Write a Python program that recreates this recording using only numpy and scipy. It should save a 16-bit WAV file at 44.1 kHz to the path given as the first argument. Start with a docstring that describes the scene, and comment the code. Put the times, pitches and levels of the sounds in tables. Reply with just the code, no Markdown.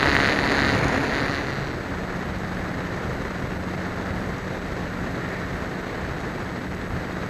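"""Electric model plane in flight

Heard from a small camera on the tail: at high throttle the airframe rattles in bouts, once a shaft turn,
amid buffeting propeller wash. Then the throttle is pulled back and the rattle stops; a soft two-blade hum,
a thin controller whistle and gusty wind remain. Rattle is struck resonances and filtered ticks, hum and
whine are sines locked to one shaft angle, the whistle is a fixed sine, and the air is filtered noise.
"""
import sys
import numpy as np
from scipy import signal
from scipy.fft import rfft, irfft
from scipy.io import wavfile

SR = 44100
rng = np.random.default_rng(int(sys.argv[2]) if len(sys.argv) > 2 else 0)


def int16_out(signal):
    """Quantize to a 16-bit WAV file."""
    q = np.round(np.clip(np.atleast_2d(signal).T, -1, 1) * 32767)
    wavfile.write(sys.argv[1], SR, q.astype(np.int16))


N = 321489
TIME = np.arange(N) / SR
# shaft turns per second at high and at low throttle
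FAST_HZ, SLOW_HZ = 138.85, 91.3
# the throttle is pulled back: when, and how long the shaft takes to slow
CUT_S, SPIN_DOWN_S = 1.7, 0.18


def amp(db):
    """Decibels to gain."""
    return 10 ** (np.asarray(db) / 20)


def unit(x):
    """Scales to rms 1."""
    return x / np.sqrt(np.mean(x ** 2) + 1e-20)


def curve(rows):
    """A time table, read at every sample."""
    t, value = np.transpose(rows)
    return np.interp(TIME, t, value)


def since(s):
    """Seconds gone by since a moment, zero before it."""
    return np.maximum(TIME - s, 0)


def swell(middle, length):
    """A smooth rise from 0 to 1 and back."""
    phase = np.clip((TIME - middle) / length, -0.5, 0.5)
    return np.cos(np.pi * phase) ** 2


def drift(hz):
    """Slow random wander of rms 1: noise rolled off above about the given rate."""
    f = np.fft.rfftfreq(N, 1 / SR)
    spectrum = rfft(rng.standard_normal(N)) / (1 + (f / hz) ** 4)
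    return unit(irfft(spectrum, N))


def response(points, size=4096):
    """Causal, minimum-phase impulse response of energy 1 with the given colour."""
    f, db = np.transpose(points)
    hz = abs(np.fft.fftfreq(size, 1 / SR))
    log_gain = np.log(amp(np.interp(np.log(hz + 1), np.log(f), db)))
    spectrum = np.exp(np.conj(signal.hilbert(log_gain)))  # phase follows from the log gain
    h = np.fft.ifft(spectrum).real[:size // 2]
    return h / np.linalg.norm(h)


def ring(x, h):
    """Passes x through an impulse response."""
    return signal.oaconvolve(x, h)[:N]


def clicks(seconds, sizes):
    """Impulses at exact times, each shared between the two nearest samples."""
    out = np.zeros(N + 2)
    at = np.clip(seconds * SR, 0, N)
    first, fraction = at.astype(int), at % 1
    np.add.at(out, first, sizes * (1 - fraction))
    np.add.at(out, first + 1, sizes * fraction)
    return out[:N]


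# colour of the microphone hiss: (f/Hz, relative level/dB per Hz)
HISS_COLOUR = [(3000, 3), (7000, 1), (8300, -18), (9200, 35.5), (10000, -30), (11000, 31), (12600, 32.5),
               (13200, -12), (14200, -19), (15000, -12)]


def microphone_hiss():
    """Constant electrical noise of the microphone, mostly treble."""
    return amp(-66.5) * unit(ring(rng.standard_normal(N), response(HISS_COLOUR)))


def turbulence(colour, flutter_db, flutter_hz, eddy_db):
    """Air noise of rms 1 that flutters as a whole and breaks into millisecond eddies."""
    lumps = amp(flutter_db * drift(flutter_hz) + eddy_db * drift(460))
    return unit(ring(rng.standard_normal(N) * lumps, response(colour)))


# colour of the propeller wash over the tail: (f/Hz, relative level/dB per Hz)
WASH_COLOUR = [(20, -19.5), (70, 2), (280, 0), (700, -4), (1100, -8.5), (1850, -5.5), (2500, -13),
               (3200, -22.5), (4200, -19), (5600, -31.5), (6700, -25.5), (7900, -43), (9200, -37.5),
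               (14500, -51)]


def propeller_wash():
    """Turbulent slipstream over the tail: it holds, eases off, then dies away."""
    ease_db = 16 * since(0.94)  # dB per s
    end_db = 87 * since(1.444)
    wash = turbulence(WASH_COLOUR, flutter_db=1.1, flutter_hz=40.2, eddy_db=2.5)
    return amp(-23 - ease_db - end_db) * wash


# colour of the low buffeting: (f/Hz, relative level/dB per Hz)
BUFFET_COLOUR = [(8, -35), (22, -9.5), (45, -1.5), (110, 0), (170, -3), (300, -20), (700, -23), (2000, -52)]
# gusts that lift the buffeting: (middle t/s, length/s, lift/dB)
GUSTS = [(2.48, 0.93, 2.5), (3.12, 0.54, 4), (3.637, 0.57, 3), (4.2, .4, 3), (5.045, 0.36, 2.5),
         (5.573, .22, 4), (6.073, .35, 2), (6.94, 0.21, 4.5)]


def buffeting():
    """Low pressure swings of the steady airstream, lifted by each gust."""
    lift_db = sum(db * swell(middle, length) for middle, length, db in GUSTS)
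    return amp(-35 + lift_db) * turbulence(BUFFET_COLOUR, flutter_db=0.5, flutter_hz=11, eddy_db=2.5)


# colour of the airstream past the camera case: (f/Hz, relative level/dB per Hz)
RUSH_COLOUR = [(60, -12.5), (230, 7.5), (400, 5), (650, 1.5), (950, -2.5), (1300, -1.5), (1820, -0.5),
               (2100, -5), (2400, -11), (3200, -17.5), (4200, -16.5), (5500, -25), (6700, -23.5),
               (7700, -35), (9200, -40.5), (14500, -67)]


def airstream_rush():
    """Broad turbulence noise past the camera case, slackening once."""
    lull_db = -2 * swell(middle=6.68, length=0.94)
    return amp(-31 + lull_db) * turbulence(RUSH_COLOUR, flutter_db=0.97, flutter_hz=37.3, eddy_db=1.58)


# colour of the singing gust: (f/Hz, relative level/dB per Hz)
SONG_COLOUR = [(900, -30), (1450, -17), (1780, 2), (2050, -6), (2600, -23), (5000, -45)]


def singing_gust():
    """One gust sings in the airframe: a swell of noise in a narrow resonant band."""
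    song = turbulence(SONG_COLOUR, flutter_db=2, flutter_hz=40, eddy_db=1)
    return amp(-38.5) * swell(middle=5.35, length=0.52) * song


# the clearest crackles in the airflow, played 8.5 dB above these levels: (t/s, level/dB)
CRACKLES = [(0.8445, -31), (0.8834, -32), (2.9642, -45), (3.696, -46), (4.383, -40), (6.205, -40),
            (6.7486, -43)]
# colour of every crackle: (f/Hz, relative level/dB per Hz)
CRACKLE_COLOUR = [(1500, -22), (4000, 1), (6700, 10.5), (7800, -12), (9300, -1), (14000, -22)]


def crackle(per_s=25, faint_db=-47):
    """Brief broadband snaps in the airflow: a few bright ones among many faint ones."""
    seconds, db = np.transpose(CRACKLES)
    spread_db = 3 * np.minimum(rng.exponential(1, N), 3)  # faint_db is the softest
    faint = (rng.random(N) < per_s / SR) * amp(faint_db + spread_db)
    snap = response(CRACKLE_COLOUR)
    return ring(clicks(seconds, amp(db + 8.5)) + faint, snap / abs(snap).max())


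def motor_whine(turns, throttle):
    """Magnets passing the stator whine at 42 times the shaft rate."""
    slow_db, fast_db = -62.5, -63
    cogging = np.sin(42 * 2 * np.pi * turns) * amp(1.5 * drift(3))
    return np.sqrt(2) * cogging * amp(slow_db + (fast_db - slow_db) * throttle)


def controller_whistle(turns):
    """The controller's switching whistles at a fixed pitch, pulsing in level with the shaft angle."""
    angle = 2 * np.pi * turns
    switch_hz = 7822.7
    chopping = np.interp(TIME, [1.15, 1.55], [0, 1])  # fades in ahead of the throttle cut
    ripple = 1 + 0.18 * np.cos(angle) + 0.19 * np.cos(2 * angle)
    return np.sqrt(2) * amp(-65) * chopping * ripple * np.sin(2 * np.pi * switch_hz * TIME)


# two-blade hum, rms before its random wander: (t/s, level/dB)
HUM = [(0, -34.5), (1.3, -37), (1.7, -53), (1.9, -37.5), (3.3, -37.5), (5.2, -37.8), (6.2, -43),
       (7.29, -39)]


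def propeller(turns, throttle):
    """Two blades hum at twice the shaft rate; at speed, imbalance adds the shaft rate itself."""
    angle = 2 * np.pi * turns
    blades = np.sin(2 * angle + 0.2 * drift(8)) * amp(curve(HUM) + drift(7))
    overtone = np.sin(3 * angle + 0.5 * drift(14)) * amp(-49 + 0.98 * drift(4.5))
    imbalance = np.sin(angle + 0.17 * drift(15)) * throttle * amp(-39.5 + 2 * drift(2.4))
    return np.sqrt(2) * (blades + overtone + imbalance)


# bouts of rattle, levels ahead of the trims on blow and tick:
# (start t/s, end t/s, starting level/dB, growth/dB per s)
BOUTS = [(0, 0.307, -29, 7.5), (0.382, .7, -31.5, 13), (1.153, 1.357, -32, 0), (1.49, 1.74, -36, -34)]


def shaking():
    """Strength of the rattle: each bout builds up, grows or ebbs while it lasts, and dies quickly."""
    rise, fall = 88, 140  # dB per s
    levels_db = []
    for start, end, db, growth in BOUTS:
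        grown_db = growth * np.clip(TIME - start, 0, end - start)
        before_db = rise * np.maximum(start - TIME, 0)
        after_db = fall * since(end)
        levels_db.append(db + grown_db - before_db - after_db)
    return amp(np.max(levels_db, axis=0))


def bend(x, hz, width_hz):
    """Bending waves travel down the tail at unequal speeds: an all-pass that spreads each click."""
    r = np.exp(-np.pi * width_hz / SR)
    poles = [1, -2 * r * np.cos(2 * np.pi * hz / SR), r * r]
    return signal.lfilter(poles[::-1], poles, x)


# hardest knocks of the airframe, peak ahead of the bending spread: (t/s, level/dB)
KNOCKS = [(.0297, -6), (.0585, -5), (.0727, -6), (.1085, -14), (.1301, -7.5), (.1517, -3), (.1661, -3),
          (.2023, -6.5), (.3892, -8), (.4685, -16), (.519, -8), (.591, -7.5), (.699, -11)]
# ringing modes of the airframe: (f/Hz, relative level/dB, 60 dB decay time/s)
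AIRFRAME_MODES = [(1320, -25, 0.022), (1600, -4.5, 0.011), (1880, 10, 0.0091), (1990, -10, 0.042),
                  (2730, -8, 0.0058)]
# colour of the sharp contact tick: (f/Hz, relative level/dB per Hz)
TICK_COLOUR = [(300, -25), (1000, -9), (2000, -2), (2700, -3), (3250, -7), (3900, 1), (4550, -1),
               (5200, -14), (5800, -24), (6700, -15), (7700, -35), (10000, -39), (12500, -36), (14500, -45)]


def rattle(turns):
    """Once a turn loose parts touch: a sharp tick, and a ring that tends to go hard, soft, hard, soft."""
    at = np.flatnonzero(np.diff(np.floor(turns)) > 0)
    late, weight, sharp, slip = rng.standard_normal((len(at), 4)).T
    seconds = at / SR + 6e-5 * late
    size = shaking()[at] * np.sqrt(SR / FAST_HZ)  # turns an rms level into a click size

    t = np.arange(SR // 20) / SR
    body = sum(amp(db - 60 * t / t60) * np.sin(2 * np.pi * hz * t) for hz, db, t60 in AIRFRAME_MODES)
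    body = body / np.linalg.norm(body)

    scatter_db = 2.8 * np.tanh(weight)
    hard_soft_db = 1.4 * (-1) ** np.arange(len(at))
    blows = size * amp(1 + scatter_db + hard_soft_db)
    knock_s, knock_db = np.transpose(KNOCKS)
    struck = abs(seconds[:, None] - knock_s).argmin(0)
    blows[struck] = amp(knock_db) / abs(body).max()  # a hard knock takes the place of that turn's blow

    uneven_db = 3.6 * np.tanh(sharp)
    ticks = clicks(seconds + 5e-5 * slip, size * amp(uneven_db - 5))
    contact = ring(ticks, response(TICK_COLOUR))
    return bend(contact + ring(clicks(seconds, blows), body), hz=2680, width_hz=1800)


def scene():
    """One shaft drives motor, propeller and rattle, all inside the wind."""
    throttle = 1 - np.minimum(since(CUT_S) / SPIN_DOWN_S, 1)
    speed = SLOW_HZ + (FAST_HZ - SLOW_HZ) * throttle
    turns = np.cumsum(speed * (1 + 0.0005 * drift(6))) / SR - 0.07
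    wind = propeller_wash() + buffeting() + airstream_rush() + singing_gust()
    drive = motor_whine(turns, throttle) + controller_whistle(turns) + propeller(turns, throttle)
    mix = microphone_hiss() + wind + crackle() + drive + rattle(turns)
    return mix[None]


def record(dry):
    """The camera's band limit: a steep low-pass."""
    edge_hz = 14550
    low_pass = signal.firwin(301, edge_hz, window=("kaiser", 9), fs=SR)
    return signal.oaconvolve(dry, low_pass[None], "same")


dry = scene()
out = record(dry)
int16_out(out)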